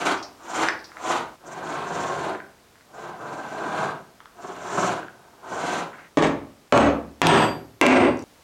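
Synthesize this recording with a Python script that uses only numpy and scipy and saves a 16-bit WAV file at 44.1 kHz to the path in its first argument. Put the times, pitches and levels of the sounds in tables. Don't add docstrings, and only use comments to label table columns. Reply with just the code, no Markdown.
import sys
import numpy as np
from scipy import signal
from scipy.fft import rfft, irfft, next_fast_len
from scipy.io import wavfile
from scipy.ndimage import uniform_filter1d, minimum_filter1d, map_coordinates

SR = 44100
rng = np.random.default_rng(int(sys.argv[2]) if len(sys.argv) > 2 else 0)


def wrap_up_sound(samples):
    columns = np.atleast_2d(samples).T
    tamed = np.clip(columns, -1, 1)
    steps = np.round(tamed * 32767).astype(np.int16)
    wavfile.write(sys.argv[1], SR, steps)


def gain_from_db(level_db):
    decades = np.asarray(level_db, float) / 20
    return 10 ** decades


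N = 371763
T = np.arange(N) / SR

# start in seconds, lag of the second microphone in ms.
SECTIONS = [(0, 51.7), (1.36, 53.2), (6.09, 52), (8.24, 52)]


def unit(x):
    return x / np.sqrt(np.mean(x ** 2) + 1e-20)


def along(points, hz):
    point_hz, value = np.transpose(points)
    return np.interp(np.log(hz + 1), np.log(point_hz + 1), value)


def filtered(x, response):
    size = next_fast_len(len(x) + 8192)
    spectrum = rfft(x, size) * response(np.fft.rfftfreq(size, 1 / SR))
    return irfft(spectrum, size)[:len(x)]


def resonances(peaks):
    def response(f):
        return sum((-1) ** k * gain_from_db(db) * 1j * f * width / (centre ** 2 - f * f + 1j * f * width)
                   for k, (centre, width, db) in enumerate(peaks))
    return response


def causal(gain):
    cepstrum = irfft(np.log(gain + 1e-6))
    half = len(cepstrum) // 2
    cepstrum[1:half] *= 2
    cepstrum[half + 1:] = 0
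    return irfft(np.exp(rfft(cepstrum)))[:half]


def add(track, s, sound):
    part = track[round(s * SR):][:len(sound)]
    part += sound[:len(part)]


def ring(modes, scatter_db):
    t = T[:SR]
    return sum(gain_from_db(db + rng.normal(0, scatter_db) - 60 * t / t60) * np.sin(2 * np.pi * hz * t)
               for hz, db, t60 in modes)


def room_tone():
    # frequency in Hz, relative level in dB.
    tone_points = [(15, -49), (25, -11), (84, -4), (116, -6), (144, -5), (205, -4.5), (1150, -9),
                   (1470, -11.5), (2890, -16), (5370, -17.5), (15800, -27.5)]
    return unit(filtered(rng.standard_normal(N), lambda f: gain_from_db(along(tone_points, f))))


def room(x, wet_db):
    # frequency in Hz, t60 in seconds.
    decay = [(80, 0.64), (300, .5), (1500, 0.38), (5000, 0.3), (12000, 0.2)]
    out = x.copy()
    block = round(.555 * SR)
    for start in range(0, N, block):
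        source = x[start:start + block]
        if not source.any():
            continue
        hz, t, noise = signal.stft(rng.standard_normal(SR), SR, nperseg=256)
        decay_db = -60 * t / along(decay, hz)[:, None]
        soaked_db = 14 * (hz[:, None] / 12000) ** 2
        tail = signal.istft(noise * gain_from_db(decay_db - soaked_db), SR, nperseg=256)[1]
        tail *= 1 - np.exp(-np.arange(len(tail)) / SR / 0.0029)
        add(out, start / SR, gain_from_db(wet_db) * signal.fftconvolve(source, tail / np.linalg.norm(tail)))
    return out


def taps():
    # start in seconds, peak of the dry tap in dB,
    # resonance in Hz, its width in Hz, t60 of the scrape in seconds.
    contacts = [(0.175, -31.5, 5150, 1110, .12), (.634, -8, 1680, 690, 0.0044),
                (.635, -18, 5200, 1600, 0.0044), (0.79, -35, 4930, 1100, 0.11),
                (0.918, -27, 1460, 600, 0.0058), (2.349, -23, 1470, 450, 0.01),
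                (2.756, -37.5, 1420, 800, .004), (4.204, -29.5, 1430, 895, 0.0051),
                (5.03, -28, 1500, 500, .007), (5.93, -35, 1580, 597, 0.2), (5.99, -41, 2020, 595, .12),
                (8.172, -38, 6640, 2200, 0.0076), (8.192, -32, 5970, 2210, 0.0085)]
    out, t = np.zeros(N), T[:SR // 5]
    for s, db, hz, width, t60 in contacts:
        scrape = gain_from_db(-60 * t / t60) * rng.standard_normal(len(t))
        narrow, wide = resonances([(hz, width, 0)]), resonances([(hz, 3 * width, 0)])
        tap = filtered(scrape, lambda f: narrow(f) * wide(f) ** 2)
        add(out, s, gain_from_db(db) * tap / abs(tap).max())
    return out


def clinks():
    # frequency in Hz, level in dB, t60 in seconds.
    steel = [
        [(6422, 0, .18), (8070, -3, .27)],
        [(8349, 0, .3)],
        [(4716, 0, .5), (7682, -7, .3)],
        [(11500, 0, .8), (11680, -1, 1.1)],
    ]
    # start in seconds, level in dB.
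    landings = [
        [(6.184, -40), (6.748, -32.5), (7.265, -26), (7.87, -46)],
        [(6.748, -56), (7.265, -18.5), (7.87, -28.5)],
        [(7.3, -40), (7.376, -34), (8.0, -57)],
        [(6.748, -62), (7.265, -47), (7.376, -66)],
    ]
    out = np.zeros(N)
    for modes, times in zip(steel, landings):
        for s, db in times:
            add(out, s, gain_from_db(db) * ring(modes, scatter_db=0))
    return out


def mallet():
    # start in seconds, strength in dB, brightness in dB per octave,
    # clack of the punch in Hz, height of the clack in dB.
    blows = [(6.172, 1.5, -3, 2220, 4), (6.724, 12, -3.5, 1410, 0.5), (7.217, 22.5, -2, 3220, 6.5),
             (7.813, 26, -2.2, 2570, 6.5)]
    # frequency in Hz, relative level in dB.
    knock_points = [(29, -47), (50, -33.5), (253, -8.5), (292, -4), (460, -5.5), (598, -3.5), (643, -4),
                    (742, -3), (1630, -9), (3030, -16.5), (5770, -26), (8260, -29.5), (15000, -53)]
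    # frequency in Hz, relative level in dB.
    crack_points = [(300, -30.5), (1200, -2.5), (2500, 3), (6000, -7), (15000, -20)]
    # frequency in Hz, mean relative level in dB, t60 in seconds.
    boom = [(72, -17.5, 0.87), (114, -15, 0.57), (165.4, -7.5, 0.24), (192.7, -12, 0.34),
            (222.6, -9.5, 0.34), (283.8, -9.5, 0.42), (356, -12, 0.3)]
    out, hz, t = np.zeros(N), np.fft.rfftfreq(4096, 1 / SR), T[:SR // 2]
    jingle_db = 7 * np.exp(-(np.log2((hz + 1) / 7000) / 0.38) ** 2)
    for s, db, bright_db, clack_hz, clack_db in blows:
        tilt_db = bright_db * np.log2((hz + 1) / 700)
        clack = clack_db * np.exp(-(np.log2((hz + 1) / clack_hz) / 0.24) ** 2)
        knock = causal(gain_from_db(along(knock_points, hz) + tilt_db + clack + jingle_db))
        rattle = (gain_from_db(-23.5 - 60 * t / 0.28) + gain_from_db(-15 - 60 * t / 0.027)) * rng.standard_normal(len(t))
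        rattle[0] = 1
        snap = gain_from_db(-60 * t / .009) * rng.standard_normal(len(t))
        crack = causal(gain_from_db(along(crack_points, hz) + 2.82 * tilt_db + 1.5 * clack))
        add(out, s, gain_from_db(db) * signal.fftconvolve(rattle, knock / np.linalg.norm(knock)))
        add(out, s, gain_from_db(0.62 * db - 3.5) * signal.fftconvolve(snap, crack / np.linalg.norm(crack)))
        add(out, s, gain_from_db(0.61 * db - 21) * ring(boom, scatter_db=2.5))
    return out


def slips(spread_db, chatter_db, chatter_rate):
    knots = rng.standard_normal(N)
    chatter = map_coordinates(knots, [T * chatter_rate])
    grains, sizes = rng.standard_normal((2, N))
    return grains * gain_from_db(spread_db * sizes + chatter_db * chatter)


def pressure_db(stroke, t, touch_db_s, lift_db_s):
    s, db = np.transpose(stroke)
    build_up = touch_db_s * np.maximum(s[0] - t, 0)
    release = lift_db_s * np.maximum(t - s[-1], 0)
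    return np.interp(t, s, db) - build_up - release


def skiving():
    # time in seconds, pressure of the edge as bench rumble in dB.
    strokes = [
        [(0, -25), (.06, -24), (.085, -30.5)],
        [(.49, -32), (.575, -24.5), (.615, -29)],
        [(1.065, -26), (1.13, -30)],
        [(1.485, -39), (1.66, -32.5), (1.755, -29.5), (1.8, -35), (1.99, -30.5), (2.12, -31), (2.24, -30),
         (2.3, -37.5)],
        [(2.955, -38.5), (3.05, -36.5), (3.11, -45.5), (3.19, -44), (3.23, -38.5), (3.46, -37), (3.785, -28),
         (3.87, -32)],
        [(4.42, -41), (4.56, -41.5), (4.72, -29), (4.86, -24.5), (4.92, -28.5)],
        [(5.15, -56.5), (5.33, -60)],
        [(5.46, -39.5), (5.63, -29), (5.765, -27), (5.87, -53), (6.0, -54)],
    ]
    # tearing fibres in dB and blade hiss in dB over the bench rumble
    # at a firm push, touch-down in dB per second, lift-off in dB per second.
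    cuts = [(-9, -16.5, 200, 298), (-8.5, -15.5, 189, 327), (-8, -16, 195, 266), (-11, -16, 217, 260),
            (-12.5, -19.5, 309, 205), (-10, -13.5, 200, 220), (-14, -29, 200, 200), (-8.5, -16.5, 231, 206)]
    # resonance in Hz, width in Hz, relative level in dB.
    bench_far = [(260, 160, -7.5), (344, 97, 0.5), (722, 170, 0.5), (1010, 89, 1.5), (1216, 120, -0.5),
                 (1500, 130, -4.5), (1850, 160, -16.5)]
    bench_near = [(69, 17, -16), (151, 78, -6), (368, 97, -2.5), (691, 148, -1.5), (1030, 148, -3),
                  (1284, 136, -6.5), (1552, 108, -6)]
    # frequency in Hz, relative level in dB.
    fibre_points = [(1200, -0.5), (2000, 0), (3000, -3.5), (4200, -6.5), (5500, -16), (9000, -16),
                    (14000, -32)]
    # frequency in Hz, width in Hz, relative level in dB.
    blade_peaks = [(5950, 1050, 5), (7300, 560, 6.5), (8300, 160, 2), (10500, 1900, -39)]
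    # centre in seconds, half-length in seconds, depth in dB.
    sticks = [(1.586, 0.04, 18), (1.787, .04, 16), (2.248, 0.12, 5), (3.102, 0.063, 18), (3.892, 0.042, 12),
              (4.53, .04, 10), (4.92, 0.073, 8), (5.843, 0.094, 3)]
    firm_db = -32
    fibres_grow, blade_grows = 1.12, 1.04
    fibres_lag_s, blade_lead_s = 0.0061, 0.0083

    push = slips(spread_db=5.5, chatter_db=3.0, chatter_rate=60)
    far = unit(filtered(push, resonances(bench_far)))
    near = unit(filtered(push, resonances(bench_near)))
    bench = np.where(T < SECTIONS[1][0], far, near)

    tearing = slips(spread_db=4.5, chatter_db=2.5, chatter_rate=70)
    fibres = unit(filtered(tearing, lambda f: gain_from_db(along(fibre_points, f))))

    song = slips(spread_db=5, chatter_db=4, chatter_rate=40)
    blade = unit(filtered(song, lambda f: resonances(blade_peaks)(f) * f / (f + 9000)))
    blade = blade * gain_from_db(-sum(db * np.exp(-((T - s) / length) ** 4) for s, length, db in sticks))

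    out = np.zeros(N)
    for stroke, (fibre_db, blade_db, *rates) in zip(strokes, cuts):
        fibre_push = pressure_db(stroke, T - fibres_lag_s, *rates) - firm_db
        blade_push = pressure_db(stroke, T + blade_lead_s, *rates) - firm_db
        out += bench * gain_from_db(pressure_db(stroke, T, *rates))
        out += fibres * gain_from_db(fibre_db + firm_db + fibres_grow * fibre_push)
        out += blade * gain_from_db(blade_db + firm_db + blade_grows * blade_push)
    return out


def ducking_db(x, top_db, hold, release_db_s):
    need = np.minimum(top_db - 20 * np.log10(abs(x) + 1e-9), 0)
    ramp = release_db_s * T
    return np.minimum.accumulate(minimum_filter1d(need, hold) - ramp) + ramp


def limited(x, top_db, ahead_ms, release_db_s):
    size = round(ahead_ms * SR / 1000)
    return x * gain_from_db(uniform_filter1d(ducking_db(x, top_db, 2 * size + 1, release_db_s), size))


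def microphone(x, top_db, react_ms, release_db_s):
    late = max(round(react_ms * SR / 1000), 1)
    gain_db = uniform_filter1d(ducking_db(x, top_db, 3, release_db_s), size=21)
    over = x * gain_from_db(np.pad(gain_db, (late, 0))[:N] - top_db)
    clipped = gain_from_db(top_db) * over / (1 + over ** 4) ** (1 / 4)

    def band(f):
        low_cut = (1j * f / (40 + 1j * f)) ** 2
        return low_cut / (1 + 1j * f / 11000) / (1 + (f / 14500) ** 8)
    return filtered(clipped, band)


def scene():
    # gain of the first microphone in dB, of the second in dB,
    # treble lift of the second in dB, room tail of the second in dB, room tone in dB.
    balance = [(-4, .5, 3.5, -7.5, -54), (-1.42, -3.5, 3, -10, -56), (0.5, -0.5, 5, -5.5, -56.5),
               (-7, -6, 1.5, -8, -54.5)]
    tone = room_tone()
    sources = taps() + clinks() + mallet() + skiving()
    sources = filtered(sources, lambda f: (1j * f / (85 + 1j * f)) ** 2)
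    out = np.zeros(N)
    ends = [start for start, _ in SECTIONS[1:]] + [N]
    for (start, lag_ms), end, levels in zip(SECTIONS, ends, balance):
        first_db, late_db, lift_db, wet_db, tone_db = levels
        section = (T >= start) & (T < end)
        heard = sources * section
        bright = filtered(heard, lambda f: (1500 + 1j * f * gain_from_db(lift_db)) / (1500 + 1j * f)) * section
        first = microphone(room(heard, wet_db + 1.5), top_db=-5.5, react_ms=1.57, release_db_s=212)
        second = microphone(room(bright, wet_db), top_db=-4.5, react_ms=2.0, release_db_s=227)
        late = np.pad(second, (round(lag_ms * SR / 1000), 0))[:N]
        out += section * (gain_from_db(first_db) * first - gain_from_db(late_db) * late + gain_from_db(tone_db) * tone)
    return out[None]


def low_pass(x):
    return signal.sosfilt(signal.butter(12, 16330, fs=SR, output="sos"), x)


def record(dry):
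    held = limited(dry[0], top_db=-7.3, ahead_ms=4, release_db_s=400)
    return low_pass(held[None])


dry = scene()
out = record(dry)
wrap_up_sound(out)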